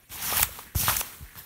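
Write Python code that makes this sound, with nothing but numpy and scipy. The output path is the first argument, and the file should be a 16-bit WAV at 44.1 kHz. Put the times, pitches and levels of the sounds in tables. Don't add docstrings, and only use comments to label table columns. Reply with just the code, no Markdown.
import sys
import numpy as np
from scipy import signal
from scipy.fft import rfft, irfft
from scipy.io import wavfile
from scipy.ndimage import uniform_filter1d

SR = 44100
rng = np.random.default_rng(int(sys.argv[2]) if len(sys.argv) > 2 else 0)


def gain_from_db(level_db):
    decades = np.asarray(level_db, float) / 20
    return 10 ** decades


def master_out(mix):
    frames = np.transpose(np.atleast_2d(mix))
    ceiling = np.clip(frames, -1, 1)
    pcm = np.round(ceiling * 32767).astype(np.int16)
    wavfile.write(sys.argv[1], SR, pcm)


N = 63945

# (time [s], sliding effort [dB], tautness over effort [dB])
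STROKES = [
    [(.096, -52, -5), (.108, -48, -4.5), (.12, -39, -7.5), (.144, -36, -13), (.196, -40, 0),
     (.23, -30.5, -9), (.35, -28, -5.5), (.375, -26.5, -2.5), (.432, -26.5, -4.5), (.445, -53, 3)],
    [(.749, -44.5, -9), (.764, -31, -15), (.81, -24.5, -16.5), (.864, -28, -6.5), (.89, -23, -8.5),
     (.956, -30.5, -6.5), (.985, -30.5, -16), (1.01, -28, -8), (1.016, -36, -11)],
]
# (time [s], level [dB])
SETTLING = [(.43, -27.5), (.472, -42), (.6, -41), (.738, -57), (1.015, -36.5), (1.12, -42.5), (1.26, -52),
            (1.352, -53), (1.357, -47.5), (1.388, -42.5), (1.45, -51)]
# (frequency [Hz], level [dB])
SLIDE_COLOUR = [(1470, -52), (2500, -10), (3370, -7.5), (4020, -12), (5420, -2.5), (7710, -7), (9630, -2.5),
                (13800, -0.5), (15600, -6)]
# (frequency [Hz], level [dB])
PANEL_COLOUR = [(120, -19), (200, -2.5), (292, -23.5), (449, -12.5), (520, -9.5), (880, 0), (1030, -1.5),
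                (2350, -2), (5000, -6), (6500, -47), (11000, -120)]
# (frequency [Hz], level [dB])
SLACK_COLOUR = [(300, -9), (600, -9.5), (1140, -1), (2450, -5), (4000, -6), (7000, -8.5), (12800, -3),
                (15600, -4.5)]
# (time [s], level [dB], length [ms], brightness [dB per octave])
CREASE_SNAPS = [(.0949, -36, .3, -2), (.3678, -10, .4, 9), (.3695, -13, 4.5, 9), (.3774, -13, 2, 9),
                (.3815, -11, .7, 9), (.3968, -11, 1.3, 10), (.4027, -14, .6, 9), (.4064, -11, .7, 9),
                (.4158, -4, .45, 20), (.4266, -10, .3, 5), (.4277, -9, .3, 5), (.429, -2.5, .35, 7),
                (.4297, -7, .4, 3), (.4302, -7, .8, 2), (.431, -2.5, .5, 3), (.4317, -10, .8, 8),
                (.433, -22, 7, -1), (.4905, -34, .4, -4), (.7487, -29, .5, -1), (.7535, -25, 1.5, 0),
                (.9652, -15, .5, 7), (.9668, -10, 1.6, 6), (.9692, -11, .7, 3), (.9978, -20, .8, 9),
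                (1.0003, -19, 1, 12), (1.003, -18, 1.8, 12), (1.0088, -16, 1.8, 6), (1.0125, -14, .3, -5),
                (1.0148, -27, .8, 2), (1.343, -45, .4, -1), (1.3549, -29.5, .3, -2), (1.3558, -41, 2, -1),
                (.5885, -32, 1.5, -5), (.8821, -20, .5, -4), (.8968, -18, 1.5, -1), (1.376, -37, 2, -4),
                (1.388, -34, 3.5, 4), (1.4448, -40, .4, 3)]
# (time [s], level [dB], pitch [Hz], length [ms])
KNOCK_HITS = [(0.1578, -38.5, 930, 4.8), (.3256, -17, 700, 2.05), (.3945, -22, 2420, 5.7),
              (.3285, -30, 940, 4.5), (.3315, -26, 1225, 13), (.3325, -30, 2320, 4),
              (.37, -26.5, 1770, 6.8), (0.3958, -21.5, 870, 5.3), (0.4312, -14, 2370, 2.4),
              (.4931, -40, 9800, 2), (.4312, -15, 1120, 2.46), (0.5885, -28, 900, 1.7),
              (.591, -30, 1090, 4.9), (0.7489, -29.5, 890, 2.1), (0.7503, -33.5, 347, 4.6),
              (0.7529, -25.5, 1160, 1.1), (0.7541, -21, 820, 1.4), (.8345, -26.5, 800, 3.1),
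              (0.882, -7.5, 1176, 2), (0.8848, -20.5, 1750, 2.1), (0.887, -17.5, 1150, 2.6),
              (0.8936, -11, 1610, 1.25), (0.8966, -9, 1120, 1.27), (0.8982, -13.5, 1330, 2.4),
              (.901, -22.5, 1250, 6.5), (.906, -25, 1028, 14), (.923, -24.5, 965, 4.7),
              (.956, -25, 1630, 3.1), (.969, -25, 2230, 3), (.969, -14.5, 6470, 1.7),
              (1.0119, -13, 2700, 1.02), (1.0129, -22, 940, 2.74), (.4905, -41, 543, 9.6),
              (1.3549, -34.5, 1420, 1.6), (1.363, -39, 1710, 4.6), (1.374, -45.5, 1090, 6.2),
              (1.401, -47, 1760, 9)]
# (time [s], level [dB], pitch [Hz], t60 [s])
AIR_PUSHES = [(.098, -47, 110, 0.034), (0.107, -42.5, 80, 0.05), (0.271, -43, 58.6, 0.14),
              (0.36, -36, 91, 0.1), (0.407, -30.5, 59.6, 0.14), (0.4309, -29, 101, 0.078),
              (0.468, -37.5, 65.4, 0.091), (.508, -41, 74.6, 0.095), (0.7566, -17, 73.6, 0.08),
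              (0.801, -31.5, 104, 0.095), (0.834, -28, 93, 0.06), (0.881, -26, 94.5, 0.063),
              (0.912, -32, 58.3, 0.069), (.975, -39, 55.3, 0.1), (1.197, -50, 110, 0.027),
              (1.2085, -33, 84, 0.037), (1.2228, -38, 82, 0.24), (1.358, -41.5, 95, 0.028),
              (1.369, -45.5, 110, 0.067), (1.38, -46, 90, .05), (1.401, -48, 120, 0.043)]
# (frequency [Hz], level [dB])
RUMBLE_COLOUR = [(15, -35), (25, 0), (80, 1), (113, -2), (211, -6), (257, -10), (500, -13.5), (650, -34),
                 (1100, -120)]
# (time [s], level [dB], rattle length [s])
JINGLE_HITS = [
    (1.376, -42, .011),
    (1.388, -37.5, .006),
    (1.43, -47.5, .016),
]
# (frequency [Hz], level [dB], t60 [s])
PULLER_MODES = [
    (12140, 0, .03),
    (5210, -9.5, 0.021),
]
# (start [s], end [s], level [dB])
DISTANT_CREAKS = [
    (0.62, 0.752, -56.5),
    (1.24, 1.363, -56.5),
]
# (frequency [Hz], level [dB])
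FLOOR_COLOUR = [(15, -27), (25, 5.5), (306, -10), (923, -16), (2430, -11.5), (5030, -24), (8170, -17.5),
                (15600, -15.5)]
# (frequency [Hz], width [Hz], level [dB])
PORT_DIPS = [
    (4925, 346, -4.5),
    (10470, 210, -7),
]

TREBLE_EDGE_HZ = 15720


def evened(x):
    return x / np.sqrt(np.mean(x ** 2) + 1e-20)


def coloured(x, points):
    f, db = np.transpose(points)
    hz = np.fft.rfftfreq(len(x), 1 / SR)
    gain = gain_from_db(np.interp(np.log(hz + 1), np.log(f + 1), db, left=-40))
    return evened(irfft(rfft(x) * gain, len(x)))


def patchy(x, patch_db):
    z = signal.stft(x, nperseg=256, noverlap=192)[2]
    patches = uniform_filter1d(rng.standard_normal(z.shape), size=7, axis=0)
    patches = evened(uniform_filter1d(patches, size=14, axis=1))
    y = signal.istft(z * gain_from_db(patch_db * patches), nperseg=256, noverlap=192)[1]
    return evened(y[:len(x)])


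def add(mix, s, sound):
    part = mix[round(s * SR):][:len(sound)]
    part += sound[:len(part)]


def grains():
    grains_per_s, spread_db = 9000, 1.3
    size = gain_from_db(spread_db * np.minimum(rng.exponential(1, N), 3))
    slips = rng.random(N) < grains_per_s / SR
    return size * rng.standard_normal(N) * (.5 + slips)


def cloth():
    t, effort, taut = np.arange(N) / SR, np.zeros(N), np.zeros(N)
    for stroke in STROKES:
        s, effort_db, taut_db = np.transpose(stroke)
        effort += gain_from_db(np.interp(t, s, effort_db, left=-99, right=-99))
        taut += gain_from_db(np.interp(t, s, effort_db + taut_db, left=-99, right=-99))
    slack = gain_from_db(np.interp(t, *np.transpose(SETTLING), left=-99))
    fizz = effort * patchy(coloured(grains(), SLIDE_COLOUR), 1.5)
    hum = taut * patchy(coloured(grains(), PANEL_COLOUR), 2.3)
    whisper = slack * patchy(coloured(grains(), SLACK_COLOUR), 1.0)
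    rumble_db, follow = -48.5, 0.69
    drag = uniform_filter1d((effort + slack) / 0.021, size=900) ** follow
    air = gain_from_db(rumble_db) * drag * coloured(rng.standard_normal(N), RUMBLE_COLOUR)
    return fizz + hum + whisper, air


def snaps():
    out, ms, hz = np.zeros(N), np.arange(512) / SR * 1000, np.fft.rfftfreq(512, 1 / SR)
    lead = 64
    for s, db, length, bright in CREASE_SNAPS:
        burst = rng.standard_normal(512) * np.minimum(ms / .15, 1) * np.exp(-(ms / length) ** 2)
        burst[6] += 6 * np.exp(-2 * length)
        tilt = gain_from_db(bright * np.log2((hz + 800) / 10000))
        tilt = tilt * (hz < TREBLE_EDGE_HZ) * hz / (hz + 900)
        burst = irfft(rfft(np.roll(burst, lead)) * tilt)
        add(out, s - lead / SR, gain_from_db(db) * burst / abs(burst).max())
    return out


def knocks():
    out, ms = np.zeros(N), np.arange(1500) / SR * 1000
    for s, db, hz, length in KNOCK_HITS:
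        band = [0.43 * hz, min(2.4 * hz, SR / 2.2)]
        noise = rng.standard_normal(1500)
        puff = evened(signal.lfilter(*signal.butter(2, band, "band", fs=SR), noise))
        ring = np.sin(2 * np.pi * hz * ms / 1000)
        u = ms / max(length, .5)
        decay = np.exp(-2.5 * u ** 2) + 0.042 * np.exp(-u / 2.0)
        add(out, s, gain_from_db(db) * (ring + .22 * puff) * np.minimum(ms / .5, 1) * decay)
    return out


def pushes():
    out, t = np.zeros(N), np.arange(10000) / SR
    sag, rise_s = 0.57, 0.0024
    bend = 1 + sag * (2 * np.exp(-t / 0.015) - 1)
    for s, db, hz, t60 in AIR_PUSHES:
        turns = np.cumsum(hz * bend) / SR
        level = gain_from_db(db - 60 * t / t60) * (1 - np.exp(-t / rise_s)) * 2
        add(out, s, -level * np.sin(2 * np.pi * turns))
    return out


def puller():
    drive, t = np.zeros(N), np.arange(3000) / SR
    for s, db, length in JINGLE_HITS:
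        release = np.exp(-np.maximum(t - length, 0) / 0.0028)
        add(drive, s, gain_from_db(db) * (1 - np.exp(-t / .001)) * release)
    t, ring = np.arange(N) / SR, np.zeros(N)
    for hz, db, t60 in PULLER_MODES:
        wobble = 0.029 / t60 * np.sin(400 * t)
        ring += gain_from_db(db) * np.sin(2 * np.pi * hz * t + wobble)
    return drive * ring


def creak():
    t, level = np.arange(N) / SR, np.zeros(N)
    centre_hz, width_hz, throbs_per_s = 1820, 540, 46
    band = [centre_hz - width_hz / 2, centre_hz + width_hz / 2]
    noise = rng.standard_normal(N)
    noise = evened(signal.lfilter(*signal.butter(2, band, "band", fs=SR), noise))
    for start, end, db in DISTANT_CREAKS:
        level += gain_from_db(db) * np.sin(np.pi * np.clip((t - start) / (end - start), 0, 1)) ** .5
    return level * noise * (1 + 0.27 * np.sin(2 * np.pi * throbs_per_s * t))


def tent(x):
    level_db, t60_s = -12.5, 0.24
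    t = np.arange(6000) / SR
    tail = rng.standard_normal(6000) * gain_from_db(-60 * t / t60_s) * (t > .002)
    return gain_from_db(level_db) * signal.fftconvolve(x, tail / np.linalg.norm(tail))[:N]


def outdoor_floor():
    return gain_from_db(-56.5) * patchy(coloured(rng.standard_normal(N), FLOOR_COLOUR), 2.7)


def scene():
    slide, air = cloth()
    near = snaps() + knocks() + puller()
    mix = slide + near + tent(near) + air + pushes() + creak() + outdoor_floor()
    return mix[None]


def top_cut(x):
    return signal.sosfilt(signal.butter(12, 16820, fs=SR, output="sos"), x)


def record(dry):
    low_cut_hz = 25.7
    hz = np.fft.rfftfreq(N, 1 / SR)
    dips = gain_from_db(sum(db * np.exp(-((hz - f) / w) ** 2) for f, w, db in PORT_DIPS))
    bass = hz ** 2 / (hz ** 2 + low_cut_hz ** 2)
    heard = irfft(rfft(dry) * dips * bass, N)
    edge = signal.firwin(1023, TREBLE_EDGE_HZ, window=("kaiser", 7), fs=SR)[None]
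    return top_cut(signal.oaconvolve(heard, edge, "same"))


dry = scene()
out = record(dry)
master_out(out)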